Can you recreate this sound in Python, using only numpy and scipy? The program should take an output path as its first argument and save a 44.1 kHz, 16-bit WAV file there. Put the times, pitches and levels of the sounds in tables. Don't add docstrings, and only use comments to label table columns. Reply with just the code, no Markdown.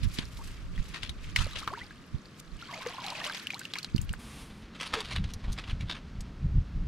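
import sys
import numpy as np
from scipy import signal
from scipy.fft import rfft, irfft, next_fast_len
from scipy.io import wavfile
from scipy.ndimage import uniform_filter1d

SR = 44100
rng = np.random.default_rng(int(sys.argv[2]) if len(sys.argv) > 2 else 0)


def int16_out(signal):
    q = np.round(np.clip(np.atleast_2d(signal).T, -1, 1) * 32767)
    wavfile.write(sys.argv[1], SR, q.astype(np.int16))


N = 303319
TIME = np.arange(N) / SR
CUT_S = 4.18

# hz, relative_db_per_hz
SPRAY_COLOUR = [(400, -70), (800, -8), (1100, 2.5), (2300, 7.5), (4500, 1), (7000, -6.5), (13000, -21.5),
                (16000, -43)]
# hz, relative_db_per_hz
MESH_COLOUR = [(210, -11.5), (350, -11), (459, -10), (674, -9.5), (844, -10.5), (1020, -4), (2580, -6),
               (3850, -5.5), (7430, -23), (10100, -27.5), (14800, -49), (16000, -67)]


def from_db(db):
    return 10 ** (np.asarray(db) / 20)


def rms_one(x):
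    return x / np.sqrt(np.mean(x ** 2) + 1e-20)


def in_time(rows):
    s, *columns = np.transpose(rows)
    return [np.interp(TIME, s, c) for c in columns]


def add(out, s, sound):
    at = max(int(s * SR), 0)
    out[:, at:at + sound.shape[-1]] += sound[..., :max(N - at, 0)]


def panned(left_right_db):
    gains = from_db(np.array([left_right_db, -left_right_db]).reshape(2, -1) / 2)
    return gains / np.sqrt(np.mean(gains ** 2, axis=0))


def coloured(x, spectrum, tilt_db=0):
    size = next_fast_len(x.shape[-1])
    octave = np.log2(np.maximum(np.arange(size // 2 + 1) * SR / size, 1))
    hz, db = np.transpose(spectrum)
    gain_db = np.interp(octave, np.log2(hz), db) + tilt_db * (octave - np.log2(hz).mean())
    return irfft(rfft(x, size) * from_db(gain_db), size)[..., :x.shape[-1]]


def drift(knots_per_s):
    knots = rng.standard_normal(4000)
    return np.interp(TIME * knots_per_s, np.arange(len(knots)), knots)


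def stereo(pair):
    # hz, side_mid_db
    side_colour = [(100, -19.5), (700, -9), (1300, -9), (2400, -4), (4400, -4.5), (8000, -4)]
    return pair[0] + coloured(pair[1], side_colour) * [[1], [-1]]


def grains(size, per_s, spread_db):
    strength = from_db(spread_db * np.minimum(rng.exponential(1, (2, size)), 4))
    struck = rng.random((2, size)) < per_s / SR
    return rms_one(struck * strength * rng.choice([-1, 1], (2, size)))


def swell(s, db, build_s, linger):
    away_s = np.maximum(s - TIME, (TIME - s) / linger)
    return from_db(db - 20 * np.minimum(away_s / build_s, 10))


def hush():
    # hz, relative_db_per_hz
    water_colour = [(35, -27), (90, -2), (170, 4), (240, 0), (850, -18), (1200, -10), (2800, -22.5),
                    (4600, -23), (12000, -41), (15000, -70)]
    bank_colour = [(71, -52), (120, -4.5), (203, 1), (323, -10.5), (616, -19), (1110, -20.5), (1280, -19.5),
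                   (5140, -31.5), (15000, -59.5)]
    water_db, bank_db = -52, -49.5
    air = rng.standard_normal((2, N))
    over_water = from_db(water_db) * rms_one(stereo(coloured(air, water_colour)))
    on_bank = from_db(bank_db) * rms_one(stereo(coloured(air, bank_colour)))
    return np.where(TIME < CUT_S, over_water, on_bank)


def wind():
    # hz, relative_db_per_hz
    eddy_colour = [(12, -18), (22, 4.5), (75, 0), (120, -6.5), (180, -11), (450, -45.5), (1000, -116)]
    # time_s, level_db
    breeze_curve = [(0, -69), (1.5, -47.5), (2.3, -62), (3.0, -63), (3.8, -80), (4.2, -47), (4.9, -54.5),
                    (6.0, -49), (6.87, -38.5)]
    # peak_s, peak_db, build_s, left_right_db
    gust_rows = [(.06, -28, 0.11, -9), (.18, -37.5, 0.53, -1), (0.435, -30.5, 0.083, 1.5),
                 (.66, -34.5, 0.23, -1.5), (0.8, -31.5, 0.12, -7), (1.11, -39, 0.067, -8),
                 (1.27, -37.5, 0.46, -0.5), (1.409, -29, 0.1, -10.5), (2.16, -34, 0.051, -8),
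                 (2.53, -42.5, 0.11, -7), (4.02, -32.5, 0.11, 4), (4.113, -29, 0.038, -4.5),
                 (5.23, -30, 0.17, -20), (5.51, -33.5, 0.12, -3), (5.72, -33, 0.19, -6),
                 (5.839, -32.5, 0.077, -8), (6.17, -39, 0.16, -2), (6.454, -26, 0.079, 2),
                 (6.57, -25.5, 0.14, -3), (6.81, -28.5, 0.15, 3)]
    # peak_s, peak_db, pitch_hz, left_right_db
    bump_rows = [(0.19, -19, 168, -33), (1.392, -19, 75.6, -36), (2.146, -22.5, 115, -29),
                 (3.949, -10.5, 143, -39), (3.964, -19.5, 122, -11), (3.993, -19, 74, 30),
                 (5.256, -22, 85, -1), (5.733, -21, 74, 0)]
    linger, bump_cycles = 0.92, 0.18
    breeze_db, = in_time(breeze_curve)
    gust_power = sum((swell(s, db, build_s, linger) * panned(side_db)) ** 2
                     for s, db, build_s, side_db in gust_rows)
    own = rng.standard_normal((2, N)) * (TIME < CUT_S)
    shared = rng.standard_normal(N) * np.where(TIME < CUT_S, .55, .9)
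    rumble = coloured(own + shared, eddy_colour)
    rumble = rumble / np.sqrt(uniform_filter1d(np.mean(rumble ** 2, axis=0), size=SR // 8))
    out = rumble * np.sqrt(from_db(breeze_db) ** 2 + gust_power) * from_db(3.7 * drift(30))
    t = np.arange(-SR // 20, SR // 20) / SR
    for s, db, hz, side_db in bump_rows:
        bump = -from_db(db) * np.cos(2 * np.pi * hz * t) / np.cosh(hz * t / bump_cycles)
        add(out, s + t[0], bump * panned(side_db))
    return out


def flow():
    # time_s, level_db
    lift_curve = [(2.5, -71), (2.6, -53.5), (2.81, -47), (2.99, -48.5), (3.09, -41.5), (3.13, -45.5),
                  (3.26, -41), (3.35, -44.5), (3.41, -50)]
    # peak_s, peak_db, build_s
    spill_rows = [(.03, -49, .08), (.17, -48, .2), (0.469, -54, .25), (0.889, -51.5, .3), (1.26, -52, .15),
                  (1.43, -43, .15), (1.6, -47, .15), (1.791, -51.5, .15), (3.55, -50, .05),
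                  (3.782, -48.5, .06)]
    trickle_db, drain_db_per_s, linger = -64.5, 24.5, 1.4
    lift_db, = in_time(lift_curve)
    drained_db = drain_db_per_s * np.maximum(TIME - lift_curve[-1][0], 0)
    stream = from_db(lift_db - drained_db) * (TIME > lift_curve[0][0])
    spill_power = sum(swell(s, db, build_s, linger) ** 2 for s, db, build_s in spill_rows)
    return 10 * np.log10(from_db(trickle_db) ** 2 + spill_power + stream ** 2)


def churn(flow_db):
    # start_s, end_s, level_re_flow_db (before the cap), first_pitch_hz
    churn_rows = [(1.389, 1.822, -4.5, 1390), (2.698, 3.289, -2, 1143)]
    fade_db_per_s, sink_octaves_per_s, top_db = 171, 0.603, -46
    level_db, hz = np.full(N, -np.inf), np.zeros(N)
    for start, end, db, first_hz in churn_rows:
        inside = np.clip(TIME, start, end)
        this_db = np.minimum(flow_db + db, top_db) - fade_db_per_s * abs(TIME - inside)
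        this_hz = first_hz * 2 ** (-sink_octaves_per_s * (inside - start))
        hz = np.where(this_db > level_db, this_hz, hz)
        level_db = np.maximum(level_db, this_db)
    return level_db, hz


def bubble(hz, t60, rise):
    t = np.arange(int(t60 * SR) + 2) / SR
    return np.sin(2 * np.pi * hz * t * (1 + rise * t / t60 / 2)) * from_db(-60 * t / t60)


def bubble_cloud(level_db, middle_hz, octaves, cycles, spread_db, rise, count):
    out, strength = np.zeros((2, N)), from_db(level_db) * (TIME < CUT_S)
    chance = np.cumsum(np.sqrt(strength))
    births = np.searchsorted(chance / chance[-1], (np.arange(count) + rng.random(count)) / count)
    for at, (a, b, bulk, life, side) in zip(np.minimum(births, N - 1), rng.random((count, 5))):
        hz = middle_hz[at] * 2 ** (octaves * (a - b))
        gain = strength[at] ** .75 * np.sqrt(hz) * from_db(spread_db * bulk ** 2)
        ring = bubble(hz, cycles * (.5 + life) / hz, rise * life)
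        add(out, at / SR, gain * panned((side - .5) * hz / 400) * ring)
    return rms_one(out) * np.sqrt(np.mean(strength ** 2))


def droplets(per_s, cycles, spread_db, count):
    out = 0
    for hz in np.geomspace(900, 14000, count):
        r, w = from_db(-60 * hz / (cycles * SR)), 2 * np.pi * hz / SR
        hits = grains(N, per_s / count, spread_db) + 1e-18
        rings = signal.lfilter([1, 0, -1], [1, -2 * r * np.cos(w), r * r], hits)
        out = out + rms_one(rings) * np.sqrt(hz) * from_db(3 * drift(110))
    return out


def runoff():
    flow_db = flow()
    gurgle_db, gurgle_hz = churn(flow_db)
    pouring = np.interp(TIME, [1.3, 1.4], [0, 1])
    fine = droplets(per_s=5000, cycles=12.4, spread_db=1.5, count=16)
    spray = rms_one(stereo(coloured(fine, SPRAY_COLOUR))) * from_db(-2 * pouring)
    ticks = droplets(per_s=800, cycles=26, spread_db=4.5, count=18)
    impacts = grains(N, per_s=200, spread_db=4)
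    patter = rms_one(stereo(coloured(rms_one(ticks) + impacts / 2, SPRAY_COLOUR, tilt_db=4.0)))
    patter = patter * from_db(-5 * (1.75 - pouring))
    falling = (spray + patter) * from_db(flow_db - 1.5 + 3.6 * drift(70)) * (TIME < CUT_S)
    fizz = bubble_cloud(flow_db - 14 + 11 * pouring, np.full(N, 2700), octaves=1.1, cycles=38,
                        spread_db=13, rise=.25, count=600)
    gurgle = bubble_cloud(gurgle_db, gurgle_hz, octaves=.75, cycles=32, spread_db=12, rise=.18, count=240)
    return falling + fizz + gurgle


def wet_mesh(pair, tilt_db, fold_hz, uneven_db):
    fold_db, fold_octaves = 5, 0.31
    hz = np.geomspace(200, 16000, 60)
    main_db = fold_db * np.exp(-(np.log2(hz / fold_hz) / fold_octaves) ** 2 / 2)
    folds = np.column_stack([hz, main_db + uneven_db * rng.standard_normal(len(hz))])
    return rms_one(stereo(coloured(coloured(pair, folds), MESH_COLOUR, tilt_db)))


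def dragging(size, tilt_db, fold_hz, count):
    crackle_db = -5
    out = 0
    for _ in range(count):
        snaps = wet_mesh(grains(size, per_s=1000, spread_db=2.2), tilt_db, fold_hz, uneven_db=4.5)
        out = out + snaps * from_db(4.5 * drift(220)[:size])
    out = out / np.sqrt(uniform_filter1d(np.mean(out ** 2, axis=0), size=SR // 70))
    crackle = wet_mesh(grains(size, per_s=170, spread_db=2), tilt_db, fold_hz, uneven_db=4.5)
    return (out + from_db(crackle_db) * crackle) / np.hypot(1, from_db(crackle_db))


def fish():
    # start_s, nominal_db, tilt_db_per_octave, fold_hz
    smack_rows = [(0.158, -45, 12, 4970), (0.1862, -26, 2, 3370), (.192, -33, 3, 3200),
                  (0.944, -32.5, 0.5, 2000), (1.032, -29.5, 3.5, 1440), (1.0934, -31.5, 5.5, 3650),
                  (1.3606, -22, 7.5, 1040), (1.388, -29, 2.5, 3000), (1.676, -32, -2.5, 3000),
                  (3.347, -31.5, 3, 1900), (4.938, -21, -1.5, 1030), (4.94, -33, 9, 1200),
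                  (5.005, -29, 3.5, 3830), (5.1128, -33, 0, 2400), (5.3363, -34.5, 10.5, 5840),
                  (6.207, -39.5, 9, 8300)]
    # start_s, nominal_db, length_s, tilt_db_per_octave, fold_hz
    kick_rows = [(0.02, -41, 0.0033, 8, 3380), (0.194, -45.5, 0.033, -3, 2500),
                 (0.938, -40, 0.034, 1.1, 1650), (1.021, -44.5, 0.046, 2.5, 2850),
                 (1.269, -40, 0.01, -6, 2000), (1.362, -38.5, 0.06, 3.5, 1290),
                 (1.555, -34, 0.011, 1, 2920), (1.581, -41, 0.017, 7, 3650),
                 (4.747, -45.5, 0.0094, -1, 3000), (4.798, -35, 0.036, 1.5, 2150),
                 (4.857, -38.5, 0.018, 2.5, 3960), (4.933, -29.5, 0.016, -0.5, 755),
                 (4.958, -39, 0.055, -0.5, 930), (5.046, -41, 0.0095, 1.5, 3000),
                 (5.106, -36.5, 0.022, 2.5, 2460), (5.155, -32.5, 0.0091, -0.2, 3340),
                 (5.237, -41.5, 0.0068, -0.5, 3630), (5.296, -46.5, 0.0055, 4, 2900),
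                 (5.439, -45, 0.0064, -2, 650), (5.479, -38, 0.0047, -4.5, 875),
                 (5.519, -43.5, 0.0085, 12, 5340), (5.576, -39, 0.02, -0.5, 2380),
                 (5.635, -48, 0.011, -0.5, 2800), (5.675, -40, 0.0035, -0.5, 1050),
                 (5.692, -41, 0.021, -0.2, 3000), (5.806, -43.5, 0.0098, 1.5, 2360),
                 (5.894, -32.5, 0.02, -0.5, 3830), (5.943, -45.5, 0.033, -1, 2440)]
    smack_t60_s, kick_t60_s = 0.043, 0.091
    kick_lead_s = .03
    out, t = np.zeros((2, N)), np.arange(SR // 5) / SR
    for s, db, tilt_db, fold_hz in smack_rows:
        crack = wet_mesh(rng.standard_normal((2, len(t))), tilt_db, fold_hz, uneven_db=3)
        crack = crack * np.minimum(t / .0004, 1)
        add(out, s, crack * (from_db(db + 4.5 - 60 * t / 0.0026) + from_db(db - 1.5 - 60 * t / smack_t60_s)))
    t = t - kick_lead_s
    rise_db = np.interp(t, [-kick_lead_s, 0, .003], [-33, -14, 0])
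    for s, db, length, tilt_db, fold_hz in kick_rows:
        fade_db = -60 * np.maximum(t - length, 0) / kick_t60_s
        catching_db = 2 * drift(260)[:len(t)]
        drag = dragging(len(t), tilt_db, fold_hz, count=4)
        add(out, s + t[0], drag * from_db(db + rise_db + fade_db + catching_db))
    return out * panned(3.4 * (TIME < CUT_S))


def plips():
    # start_s, plink_db (before its decay), first_pitch_hz
    plip_rows = [(.047, -34, 5000), (.254, -32, 5000), (.372, -35, 3600), (1.4664, -31, 540),
                 (2.8632, -24.5, 1900), (3.042, -24, 3400), (3.083, -21, 3080), (3.103, -21, 4570),
                 (3.201, -22.5, 2980), (3.397, -24, 4070), (3.595, -26, 4640), (3.7371, -15.5, 3600),
                 (3.761, -28, 1750), (3.7672, -28, 2500), (3.8456, -17.5, 4080), (4.1371, -24, 1530)]
    t60_cycles, echo_s, echo_db = 11.7, 0.00244, -5
    out, t = np.zeros((2, N)), np.arange(SR // 16) / SR
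    for s, db, hz in plip_rows:
        plink = from_db(db) * bubble(hz, t60_cycles / hz, rise=.2)
        plink = plink * np.minimum(np.arange(len(plink)) * 4 * hz / SR, 1)
        splash = wet_mesh(grains(len(t), per_s=1500, spread_db=3), 3 * np.log2(hz / 1500), hz, uneven_db=3)
        add(out, s, plink)
        add(out, s + echo_s, from_db(echo_db) * plink * (hz > 1600))
        add(out, s, splash * from_db(db - 22 - 60 * t / .06))
    return out


def swishes():
    # peak_s, peak_db, build_s
    swing_rows = [(.15, -46, 0.058), (.47, -56.5, 0.41), (0.899, -61, 0.3), (2.402, -54, 0.044)]
    linger, tilt_db = 0.35, 9.5
    hiss = rms_one(stereo(coloured(rng.standard_normal((2, N)), SPRAY_COLOUR, tilt_db)))
    gain = sum(swell(s, db, build_s, linger) for s, db, build_s in swing_rows)
    return hiss * gain * from_db(4.9 * drift(147))


def drops():
    # start_s, ring_db (before its decay), first_pitch_hz
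    drop_rows = [(0.389, -43.5, 905), (.76, -43, 3280), (0.778, -35, 1970), (1.362, -10, 2080),
                 (1.411, -34, 1354), (1.444, -34, 4440), (1.533, -35, 3870), (1.617, -47, 1054),
                 (1.6763, -19, 1280), (1.6835, -25.5, 1080), (1.703, -37, 1090), (1.729, -40, 405),
                 (1.736, -29, 1186), (1.774, -37, 930), (1.908, -38.5, 1660), (2.624, -37, 1380),
                 (2.715, -38, 3090), (2.8628, -26.5, 476), (2.982, -31, 1020), (3.065, -27, 4000),
                 (3.152, -32, 2470), (3.214, -27.5, 1790), (3.26, -42, 590), (3.265, -23.5, 3070),
                 (3.298, -27, 1540), (3.47, -21, 2800), (3.5041, -21.5, 2400), (3.5344, -33, 2270),
                 (3.535, -39, 780), (3.544, -28, 4020), (3.593, -28.5, 7800), (3.614, -33, 1570),
                 (3.653, -25.5, 2750), (3.7555, -25.5, 2260), (3.76, -34.5, 1030), (3.786, -22, 4130),
                 (3.83, -28, 4340), (3.9622, -27, 4500), (3.9805, -28, 2940), (4.0152, -28, 7300),
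                 (4.093, -28.5, 2940), (4.13, -32.5, 8500)]
    ring_t60_s, at_hz, at_db = 0.017, 2000, -26
    size_power, halves_db = 0.88, 13.5
    rebound_db = -15
    out, t = np.zeros((2, N)), np.arange(SR // 8) / SR
    for s, db, hz in drop_rows:
        t60 = ring_t60_s * (at_hz / hz) ** size_power * 2 ** ((at_db - db) / halves_db)
        ring = from_db(db) * bubble(hz, t60, rise=0.09)
        ring = ring * np.minimum(np.arange(len(ring)) * hz / SR, 1)
        around_pitch = [(hz / 4, -32), (hz / 2, -18), (hz, 0), (hz * 2, -11), (hz * 8, -34)]
        splash = rms_one(stereo(coloured(rng.standard_normal((2, len(t))), around_pitch)))
        tick_tilt_db = 3 * np.log2(hz / 3000)
        tick = rms_one(stereo(coloured(rng.standard_normal((2, len(t))), SPRAY_COLOUR, tick_tilt_db)))
        add(out, s, ring)
        echo_s = rng.uniform(0.001767, 0.00347)
        add(out, s + echo_s, from_db(-5.5) * ring * panned(rng.normal(0, 7.8)))
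        add(out, s, splash * (from_db(db - 11 - 60 * t / .01) + from_db(db - 22 - 60 * t / .08)))
        delay_s, octaves, uneven_db = rng.uniform([.018, -.2, -6], [.055, .8, 2])
        rebound = bubble(hz * 2 ** octaves, 24 / hz, rise=.15) * (hz > 1500)
        add(out, s + delay_s, from_db(db + rebound_db + uneven_db) * rebound)
        add(out, s, tick * from_db(db - 37 - 60 * t / 0.0012) * panned(-1))
    return out


def gulps():
    # peak_s, peak_db (before flutter), pitch_hz (before wobble), octaves_per_s, decay_constant_s
    gulp_rows = [(0.415, -43, 1028, 27, 0.0068), (1.632, -35, 1220, 32, 0.0034),
                 (1.74, -30, 1105, 40, 0.012), (1.819, -38.5, 1990, 13, 0.0093),
                 (2.741, -35, 2200, 33.5, 0.0057), (3.558, -40.5, 1010, 34.5, 0.0087),
                 (3.78, -44, 1198, 15, 0.0083), (3.793, -43, 2450, 18.5, .006),
                 (4.981, -32.5, 457.6, -4, 0.016)]
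    flutter_db, wobble_octaves = 3, .035
    out = np.zeros((2, N))
    for s, db, hz, glide, decay_s in gulp_rows:
        t = np.arange(-int(4 * decay_s * SR), int(4 * decay_s * SR)) / SR
        wobble = wobble_octaves * drift(300)[:len(t)]
        phase = 2 * np.pi * np.cumsum(hz * 2 ** (glide * t + wobble)) / SR
        envelope = np.exp(-abs(t) / decay_s) * signal.windows.tukey(len(t))
        add(out, s + t[0], from_db(db) * np.sin(phase) * envelope)
    return out * from_db(flutter_db * drift(250))


def glugs():
    # start_s, length_s, level_db (before end fades), first_pitch_hz
    hollow_rows = [(2.681, 0.04, -46, 1170), (2.722, .075, -49, 741), (2.822, 0.077, -52, 1276),
                   (2.983, 0.16, -48, 1056)]
    sink_octaves_per_s, sloshes_per_s = 5.2, 260
    out = np.zeros((2, N))
    for start, length, db, hz in hollow_rows:
        t = np.arange(int(length * SR)) / SR
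        phase = 2 * np.pi * np.cumsum(hz * 2 ** (-sink_octaves_per_s * t)) / SR
        slosh = (drift(sloshes_per_s) + 1j * drift(sloshes_per_s))[:len(t)]
        ringing = rms_one(np.real(slosh * np.exp(1j * phase)))
        add(out, start, from_db(db) * ringing * signal.windows.tukey(len(t), 1 / 5))
    return out


def handling():
    # time_s, nominal_db (14 dB above the level used)
    rub_curve = [(4.5, -45), (4.8, -44.5), (4.99, -31), (5.242, -45), (5.552, -41), (6.3, -53.5)]
    # time_s, level_db
    slide_curve = [(4.17, -90), (4.195, -52), (4.42, -50), (4.52, -62.5), (4.62, -63), (4.72, -101)]
    # hz, relative_db_per_hz
    pole_colour = [(290, -38), (500, -16), (1160, -5), (1320, -11), (2850, -8.5), (7860, -18),
                   (9770, -13.5), (13300, -27.5), (16000, -38)]
    rub_db, = in_time(rub_curve)
    slide_db, = in_time(slide_curve)
    held = (TIME > rub_curve[0][0]) & (TIME < rub_curve[-1][0])
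    snaps = grains(N, per_s=2500, spread_db=3.5)
    rustle = rms_one(stereo(coloured(snaps, MESH_COLOUR))) * from_db(rub_db - 14.0 + 3.8 * drift(45)) * held
    slide = rms_one(stereo(coloured(rng.standard_normal((2, N)), pole_colour))) * from_db(slide_db)
    return rustle + slide


def port_lag(x):
    lag_s, limit_rad = .000025, 0.53
    size = next_fast_len(N)
    phase = np.minimum(2 * np.pi * np.fft.rfftfreq(size, 1 / SR) * lag_s, limit_rad)
    return irfft(rfft(x, size) * np.exp(-1j * phase), size)[:N]


def scene():
    water = runoff() + plips() + swishes() + drops() + gulps() + glugs()
    left, right = hush() + wind() + water + fish() + handling()
    left = np.where(TIME < CUT_S, port_lag(left), left)
    width = np.where(TIME < CUT_S, 1, from_db(-65))
    mid, side = (left + right) / 2, (left - right) / 2
    microphone_hiss = from_db(-85.5) * rng.standard_normal((2, N))
    return mid + width * side * [[1], [-1]] + microphone_hiss


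def record(dry):
    cutoff_hz = 15600
    return signal.sosfilt(signal.ellip(10, .1, 80, cutoff_hz, fs=SR, output="sos"), dry)


dry = scene()
out = record(dry)
int16_out(out)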